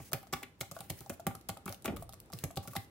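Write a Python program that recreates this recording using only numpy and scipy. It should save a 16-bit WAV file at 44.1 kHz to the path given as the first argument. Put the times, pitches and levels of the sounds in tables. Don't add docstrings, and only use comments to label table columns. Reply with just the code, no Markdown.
import sys
import numpy as np
from scipy import signal
from scipy.fft import rfft, irfft
from scipy.io import wavfile
from scipy.ndimage import uniform_filter1d

SR = 44100
rng = np.random.default_rng(int(sys.argv[2]) if len(sys.argv) > 2 else 0)


def unload_audio(sound):
    columns = np.transpose(np.atleast_2d(sound))
    steps = np.round(np.clip(columns, -1, 1) * 32767)
    wavfile.write(sys.argv[1], SR, steps.astype(np.int16))


def ratio_of_db(decibels):
    return 10 ** (np.asarray(decibels, float) / 20)


N = 127890


def band(x, lo_hz, hi_hz):
    sos = signal.butter(2, [lo_hz, min(hi_hz, 0.45 * SR)], "bandpass", fs=SR, output="sos")
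    return signal.sosfilt(sos, x)


def unit(x):
    return x / np.sqrt(uniform_filter1d(x ** 2, size=130).max())


def colour(x, spectrum):
    hz = np.fft.rfftfreq(x.shape[-1], 1 / SR) + 1
    points = np.array(spectrum)
    gain = ratio_of_db(np.interp(np.log(hz), np.log(points[:, 0]), points[:, 1])) * (hz > points[0, 0])
    y = irfft(rfft(x) * gain, x.shape[-1])
    return y / y.std()


def walk(rate_hz):
    width = int(SR / rate_hz)
    drift = uniform_filter1d(uniform_filter1d(rng.standard_normal(N), width), width)
    return drift / drift.std()


def add(out, start_s, sound):
    i = max(int(start_s * SR), 0)
    out[..., i:i + sound.shape[-1]] += sound[..., :N - i]


def ports(mid, other):
    unlike_hz = 3340
    side = signal.sosfilt(signal.butter(1, unlike_hz, "highpass", fs=SR, output="sos"), other)
    return np.array([mid + side, mid - side])


def ticks():
    # time in seconds, peak level in dB.
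    tick_hits = [(0.1163, -49), (0.121, -45.5), (0.1315, -27), (0.1416, -54), (0.2292, -54), (0.27, -60),
                 (0.2755, -60.5), (0.3254, -45), (0.3291, -33), (0.3325, -39), (0.3364, -33.5),
                 (0.4288, -45.5), (0.4318, -44.5), (0.6061, -40.5), (0.6101, -32.5), (0.6151, -38.5),
                 (0.6173, -46), (0.713, -41), (0.718, -44), (0.7651, -54.5), (0.7888, -48.5),
                 (0.8058, -39), (0.899, -37), (0.9019, -33.5), (0.908, -55), (0.9893, -52),
                 (1.0063, -44.5), (1.0615, -54), (1.0956, -38), (1.0999, -38.5), (1.1975, -51),
                 (1.202, -53.5), (1.2673, -30), (1.271, -34), (1.3515, -42), (1.4115, -59.5),
                 (1.4874, -37), (1.491, -33.5), (1.4981, -45), (1.4998, -43), (1.572, -49),
                 (1.6572, -41.5), (1.661, -47), (1.677, -47.5),
                 (1.6797, -44), (1.6892, -50), (1.693, -41), (1.724, -59), (1.725, -40), (1.7445, -48.5),
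                  (1.8226, -52), (1.8445, -46), (1.849, -46), (1.853, -40), (1.8573, -33.5), (1.878, -47),
                  (1.9631, -43.5), (1.9685, -44), (2.0247, -47), (2.029, -64), (2.0925, -48), (2.1251, -52),
                  (2.1339, -47.5), (2.1405, -50), (2.2015, -45), (2.259, -63), (2.3012, -62), (2.321, -52),
                  (2.3271, -47), (2.3342, -39.5), (2.336, -53), (2.388, -43.5), (2.439, -31), (2.5101, -49),
                  (2.558, -48), (2.5647, -45.5), (2.5702, -44), (2.5731, -33.5), (2.5797, -58.5),
                  (2.6314, -59), (2.6744, -42.5), (2.6814, -43.5), (2.7344, -48), (2.7526, -45),
                  (2.7585, -42), (2.763, -36), (2.7658, -32.5), (2.8465, -59)]
    hold_s, rise_s, snap_t60_s = 0.0009, 0.0007, 0.007
    rattle_t60_s, rattle_db = 0.045, -7
    grain_db, patchy_db, pan_db = 5, 3.5, -1.5
    split_hz = 5680
    edges_hz = split_hz * 1.45 ** np.arange(-2, 4)
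    out, t = np.zeros((2, N)), np.arange(5000) / SR
    grain_len = len(t) // 125
    since = np.maximum(t - hold_s, 0)
    for start_s, db in tick_hits:
        grain = ratio_of_db(grain_db * np.repeat(rng.standard_normal(125), grain_len))
        grain[:grain_len] = ratio_of_db(grain_db)
        snap = ratio_of_db(-60 * since / snap_t60_s) * grain
        rattle = ratio_of_db(rattle_db - 60 * since / rattle_t60_s)
        burst = rng.standard_normal((2, len(t))) * (snap + rattle) * np.minimum(t / rise_s, 1) ** 2
        patch_db = patchy_db * rng.standard_normal(5) - 0.93 * (edges_hz[:-1] < split_hz)
        burst = sum((-1) ** k * ratio_of_db(patch_db[k]) * band(burst, edges_hz[k], edges_hz[k + 1]) for k in range(5))
        burst = burst / np.sqrt(uniform_filter1d(burst[0] ** 2, size=40).max())
        pan = pan_db * rng.standard_normal() * np.array([[0.5], [-0.5]])
        add(out, start_s - 0.0004, ports(*burst) * ratio_of_db(db + pan))
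    return out


def rings(modes, push, lean_db):
    t = np.arange(len(push)) / SR
    hz, db, t60_s = np.array(modes).T[:, :, None]
    t60_s = np.minimum(t60_s, 55 / hz)
    hz = hz * (1 + 0.012 * rng.standard_normal(hz.shape))
    fade = ratio_of_db(db + lean_db - 60 * t / t60_s) * np.minimum(t * hz / 2, 1)
    response = (fade * np.sin(2 * np.pi * hz * t)).sum(0)
    return unit(signal.fftconvolve(response, push)[:len(t)])


def knocks():
    # time in seconds, deck level in dB, deck pitch in Hz, cap level in dB, hinge # level in dB.
    knock_hits = [(0.001, -52.5, 740, -56.5, -59.5), (0.12, -45.5, 650, -48.5, -61),
                  (0.1326, -38.5, 670, -38, -35), (0.145, -41.5, 790, -60, -66),
                  (0.174, -50, 670, -71, -57), (0.23, -54, 783, -60, -63), (0.269, -59, 667, -63, -70),
                  (0.328, -40, 780, -41, -44.5), (0.335, -43, 785, -33.5, -38),
                  (0.365, -51.5, 804, -69, -57), (0.421, -51, 760, -67, -65), (0.431, -78, 794, -53, -43),
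                  (0.6095, -44.5, 560, -44, -41.5), (0.628, -48.5, 790, -54, -70),
                  (0.714, -49, 580, -48.5, -60), (0.765, -41.5, 659, -43, -76),
                  (0.792, -52.5, 657, -54, -69), (0.808, -47.5, 788, -51.5, -58),
                  (0.9, -44, 791, -50.5, -42.5), (1.01, -60, 814, -54.5, -63),
                  (1.061, -50, 770, -60, -80), (1.098, -40.5, 578, -42, -48), (1.121, -51, 690, -58, -79),
                  (1.196, -44, 630, -56.5, -72), (1.267, -34, 785, -35.5, -40.5),
                  (1.31, -47, 790, -51, -59), (1.35, -51, 800, -48, -61),
                  (1.492, -37, 785, -41.5, -44.5), (1.569, -48, 790, -50.5, -66),
                   (1.662, -54, 830, -41.5, -53.5), (1.679, -46.5, 791, -37, -47.5),
                   (1.7, -46, 580, -68, -60), (1.725, -49, 783, -54, -62), (1.848, -41.5, 755, -52, -50),
                   (1.856, -40, 780, -36, -38.5), (1.879, -40, 567, -43, -39.5),
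                   (1.894, -42, 577, -50, -52), (1.917, -57, 570, -63, -62), (1.966, -51, 584, -46.5, -56),
                   (2.022, -44, 664, -53, -65), (2.091, -51.5, 785, -55, -75),
                   (2.134, -54.5, 650, -54.5, -63.5), (2.301, -55, 760, -60, -86),
                   (2.33, -50.5, 664, -48.5, -55), (2.437, -42.5, 570, -44.5, -43),
                   (2.505, -48, 667, -55.5, -61.5), (2.571, -37.5, 788, -43.5, -52),
                   (2.632, -62, 760, -59, -77), (2.653, -51.5, 770, -56, -77),
                   (2.676, -52, 576, -49, -53.5), (2.733, -59, 562, -49.5, -63),
                   (2.754, -38, 843, -43, -57), (2.764, -44, 780, -41, -40.5)]
    # pitch in Hz, level in dB, t60 in seconds.
    deck_modes = [(578, -4.5, 0.08), (667, 7.5, 0.038), (783.9, 0, 0.06)]
    cap_modes = [(1160, -2.5, 0.044), (1256, 8, 0.016), (1381, -6.5, 0.047)]
    hinge_modes = [(2102, 0.78, 0.019), (2267, 0.75, 0.027), (2456, -4.8, 0.022)]
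    push_s, push_rough, focus_oct = 0.0039, 0.6, 0.12
    scatter_db, crack_db = 5, -2
    out, t = np.zeros(N), np.arange(5000) / SR
    for start_s, deck_db, hit_hz, cap_db, hinge_db in knock_hits:
        noise = rng.standard_normal((2, len(t)))
        cap_lean_db, hinge_lean_db = scatter_db * rng.standard_normal((2, 3, 1))
        push = push_rough * noise[0] * np.exp(-t / push_s)
        push[0] = np.sqrt(push_s * SR / 2)
        off_oct = np.log2(np.array(deck_modes)[:, :1] / hit_hz)
        deck_lean_db = -6 * np.minimum((off_oct / focus_oct) ** 2, 1.6)
        crack = unit(band(noise[1] * np.exp(-t / push_s / 2), 1580, 3230))
        deck = ratio_of_db(deck_db) * rings(deck_modes, push, deck_lean_db)
        cap = ratio_of_db(cap_db) * rings(cap_modes, push, cap_lean_db)
        hinge = ratio_of_db(hinge_db) * (rings(hinge_modes, push, hinge_lean_db) + ratio_of_db(crack_db) * crack)
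        add(out, start_s, deck + cap + hinge)
    return out * ratio_of_db(-0.5)


def swell(t, hz, rise_s, t60_s, phase):
    fade = (1 - np.exp(-(t / rise_s) ** 2)) * ratio_of_db(-60 * t / t60_s)
    return unit(fade * np.sin(2 * np.pi * hz * t + phase))


def thumps():
    # time in seconds, case level in dB, case pitch in Hz, desk level in dB, lid level in dB.
    thump_hits = [(0, -47, 129, -52, -65), (0.128, -38, 150, -39, -43), (0.327, -39.5, 155, -49.5, -39),
                  (0.428, -58, 254, -64, -53), (0.608, -43, 136, -50, -50.5), (0.714, -48.5, 147, -58, -78),
                  (0.8, -51, 174, -54.5, -73), (0.9, -38, 127, -44, -54), (1.007, -47.5, 134, -54, -56),
                  (1.096, -41.5, 205, -47.5, -43.5), (1.265, -32.5, 181, -39, -36.5),
                  (1.348, -53, 142, -54, -58), (1.488, -40, 180, -44.5, -50.5),
                  (1.657, -42.5, 185, -59, -51.5), (1.68, -48.5, 172, -44, -44.5),
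                  (1.847, -46, 253, -44.5, -43), (1.877, -34, 215, -45, -38), (1.893, -39, 187, -47, -48),
                  (1.929, -39, 241, -42.5, -49.5), (2.333, -43, 173, -43.5, -58),
                  (2.436, -35, 142.4, -40, -50), (2.568, -36.5, 137, -38.5, -43.5),
                  (2.675, -44.5, 149, -47, -53.5), (2.763, -41.5, 173, -39, -45)]
    case_rise_s, case_t60_s, rough_db = 0.005, 0.06, -6
    lid_hz, lid_t60_s, panel_hz = 360, 0.065, 249.1
    desk_hz, desk_late_s, desk_rise_s, desk_t60_s = 101, 0.010, 0.011, 0.085
    out, t = np.zeros(N), np.arange(8000) / SR
    for start_s, case_db, case_hz, desk_db, lid_db in thump_hits:
        c = rng.standard_normal(5)
        rough = unit(band(rng.standard_normal(len(t)) * ratio_of_db(-20 * t / case_t60_s), 44, 328))
        case = swell(t, case_hz, case_rise_s, case_t60_s, c[0]) + ratio_of_db(rough_db) * rough
        lid = swell(t, lid_hz * (1 + 0.05 * c[1]), case_rise_s / 2, lid_t60_s, c[2])
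        panel = swell(t, panel_hz, desk_rise_s, 2 * lid_t60_s, c[3])
        desk = swell(t, desk_hz * (1 + 0.098 * c[3]), desk_rise_s, desk_t60_s, c[4])
        add(out, start_s, ratio_of_db(case_db) * case + ratio_of_db(lid_db) * (lid + ratio_of_db(-6) * panel))
        add(out, start_s + desk_late_s, ratio_of_db(desk_db) * desk)
    return out


def bar():
    # time in seconds, peak level in dB, t60 in seconds.
    bar_hits = [
        (1.88, -37.5, 0.39),
        (1.96, -43, 0.84),
    ]
    out, t = np.zeros(N), np.arange(20000) / SR
    for (start_s, db, t60_s), lo_hz, hi_hz in zip(bar_hits, (130, 25), (500, 110)):
        rumble = band(rng.standard_normal(len(t)) * ratio_of_db(-60 * t / t60_s), lo_hz, hi_hz)
        add(out, start_s, ratio_of_db(db) * unit(rumble))
    return out


def brush():
    # start in seconds, end in seconds, level in dB.
    strokes = [(0, 0.104, -53.5), (0.354, 0.44, -59), (0.592, 0.674, -64), (0.74, 0.82, -56),
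               (0.829, 0.879, -57), (0.888, 1.02, -56.5), (1.012, 1.093, -60), (1.128, 1.148, -51.5),
               (1.678, 1.758, -51.5), (1.986, 2.044, -58), (2.333, 2.463, -56), (2.63, 2.695, -56.5),
               (2.708, 2.78, -55.5), (2.797, 2.857, -62)]
    # frequency in Hz, level in dB.
    hiss_colour = [(1180, -5), (2000, -7.5), (3310, -13), (14200, -9), (16000, 0)]
    t, gain = np.arange(N) / SR, np.zeros(N)
    for start_s, end_s, db in strokes:
        gain += ratio_of_db(db - 5 * (t - start_s) / (end_s - start_s)) * (t > start_s) * (t < end_s)
    grains = rng.standard_normal((2, N)) * ratio_of_db(0.5 * rng.exponential(size=N))
    hiss = colour(grains, hiss_colour)
    hiss = sum((-1) ** k * band(hiss, 1500 * 1.5 ** k, 2250 * 1.5 ** k) * ratio_of_db(2 * walk(20)) for k in range(6))
    return ports(*hiss) * uniform_filter1d(gain, size=900) * ratio_of_db(2.0 * walk(78))


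def echo(x):
    echo_db, low_t60_s, high_t60_s = -9, 0.27, 0.3
    t = np.arange(15000) / SR
    noise = rng.standard_normal((2, 2, len(t))) * np.minimum(t / 0.002, 1)
    low = band(noise[0], 156, 2080) * ratio_of_db(-60 * t / low_t60_s)
    high = band(noise[1], 1140, 14600) * ratio_of_db(-60 * t / high_t60_s + 2)
    tail = low + high
    tail = tail / np.sqrt((tail ** 2).sum(1).mean())
    return ratio_of_db(echo_db) * signal.fftconvolve(x[None], tail, axes=1)[:, :N]


def room_tone():
    # frequency in Hz, level in dB.
    room_colour = [(30, -18), (75, 0), (312, -9.5), (697, -19.5), (1950, -30), (16000, -46.5)]
    air = colour(rng.standard_normal((2, N)), room_colour) * ratio_of_db(-60.5) * ratio_of_db(walk(4.7))
    side = band(air[1], 880, 20000) + 0.25 * air[1]
    return air[0] + np.array([[1], [-1]]) * side


def scene():
    port_lag_s = 0.00004
    body = knocks() + thumps() + bar()
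    late = np.interp(np.arange(N) - port_lag_s * SR, np.arange(N), body)
    direct = np.array([ratio_of_db(0.3) * body, ratio_of_db(-0.3) * late])
    bounce = 0.18 * np.array([[1], [-1]]) * np.roll(body, shift=150)
    near = ticks() + direct + bounce
    return near + echo(near.mean(0)) + brush() + room_tone()


def band_limit(x):
    return signal.sosfilt(signal.butter(12, 16970, fs=SR, output="sos"), x)


def record(dry):
    bottom_hz, top_hz = 42, 15700
    mix = signal.sosfilt(signal.butter(2, bottom_hz, "highpass", fs=SR, output="sos"), dry)
    mix = signal.sosfilt(signal.ellip(7, 0.2, 50, top_hz, fs=SR, output="sos"), mix)
    return band_limit(mix)


dry = scene()
out = record(dry)
unload_audio(out)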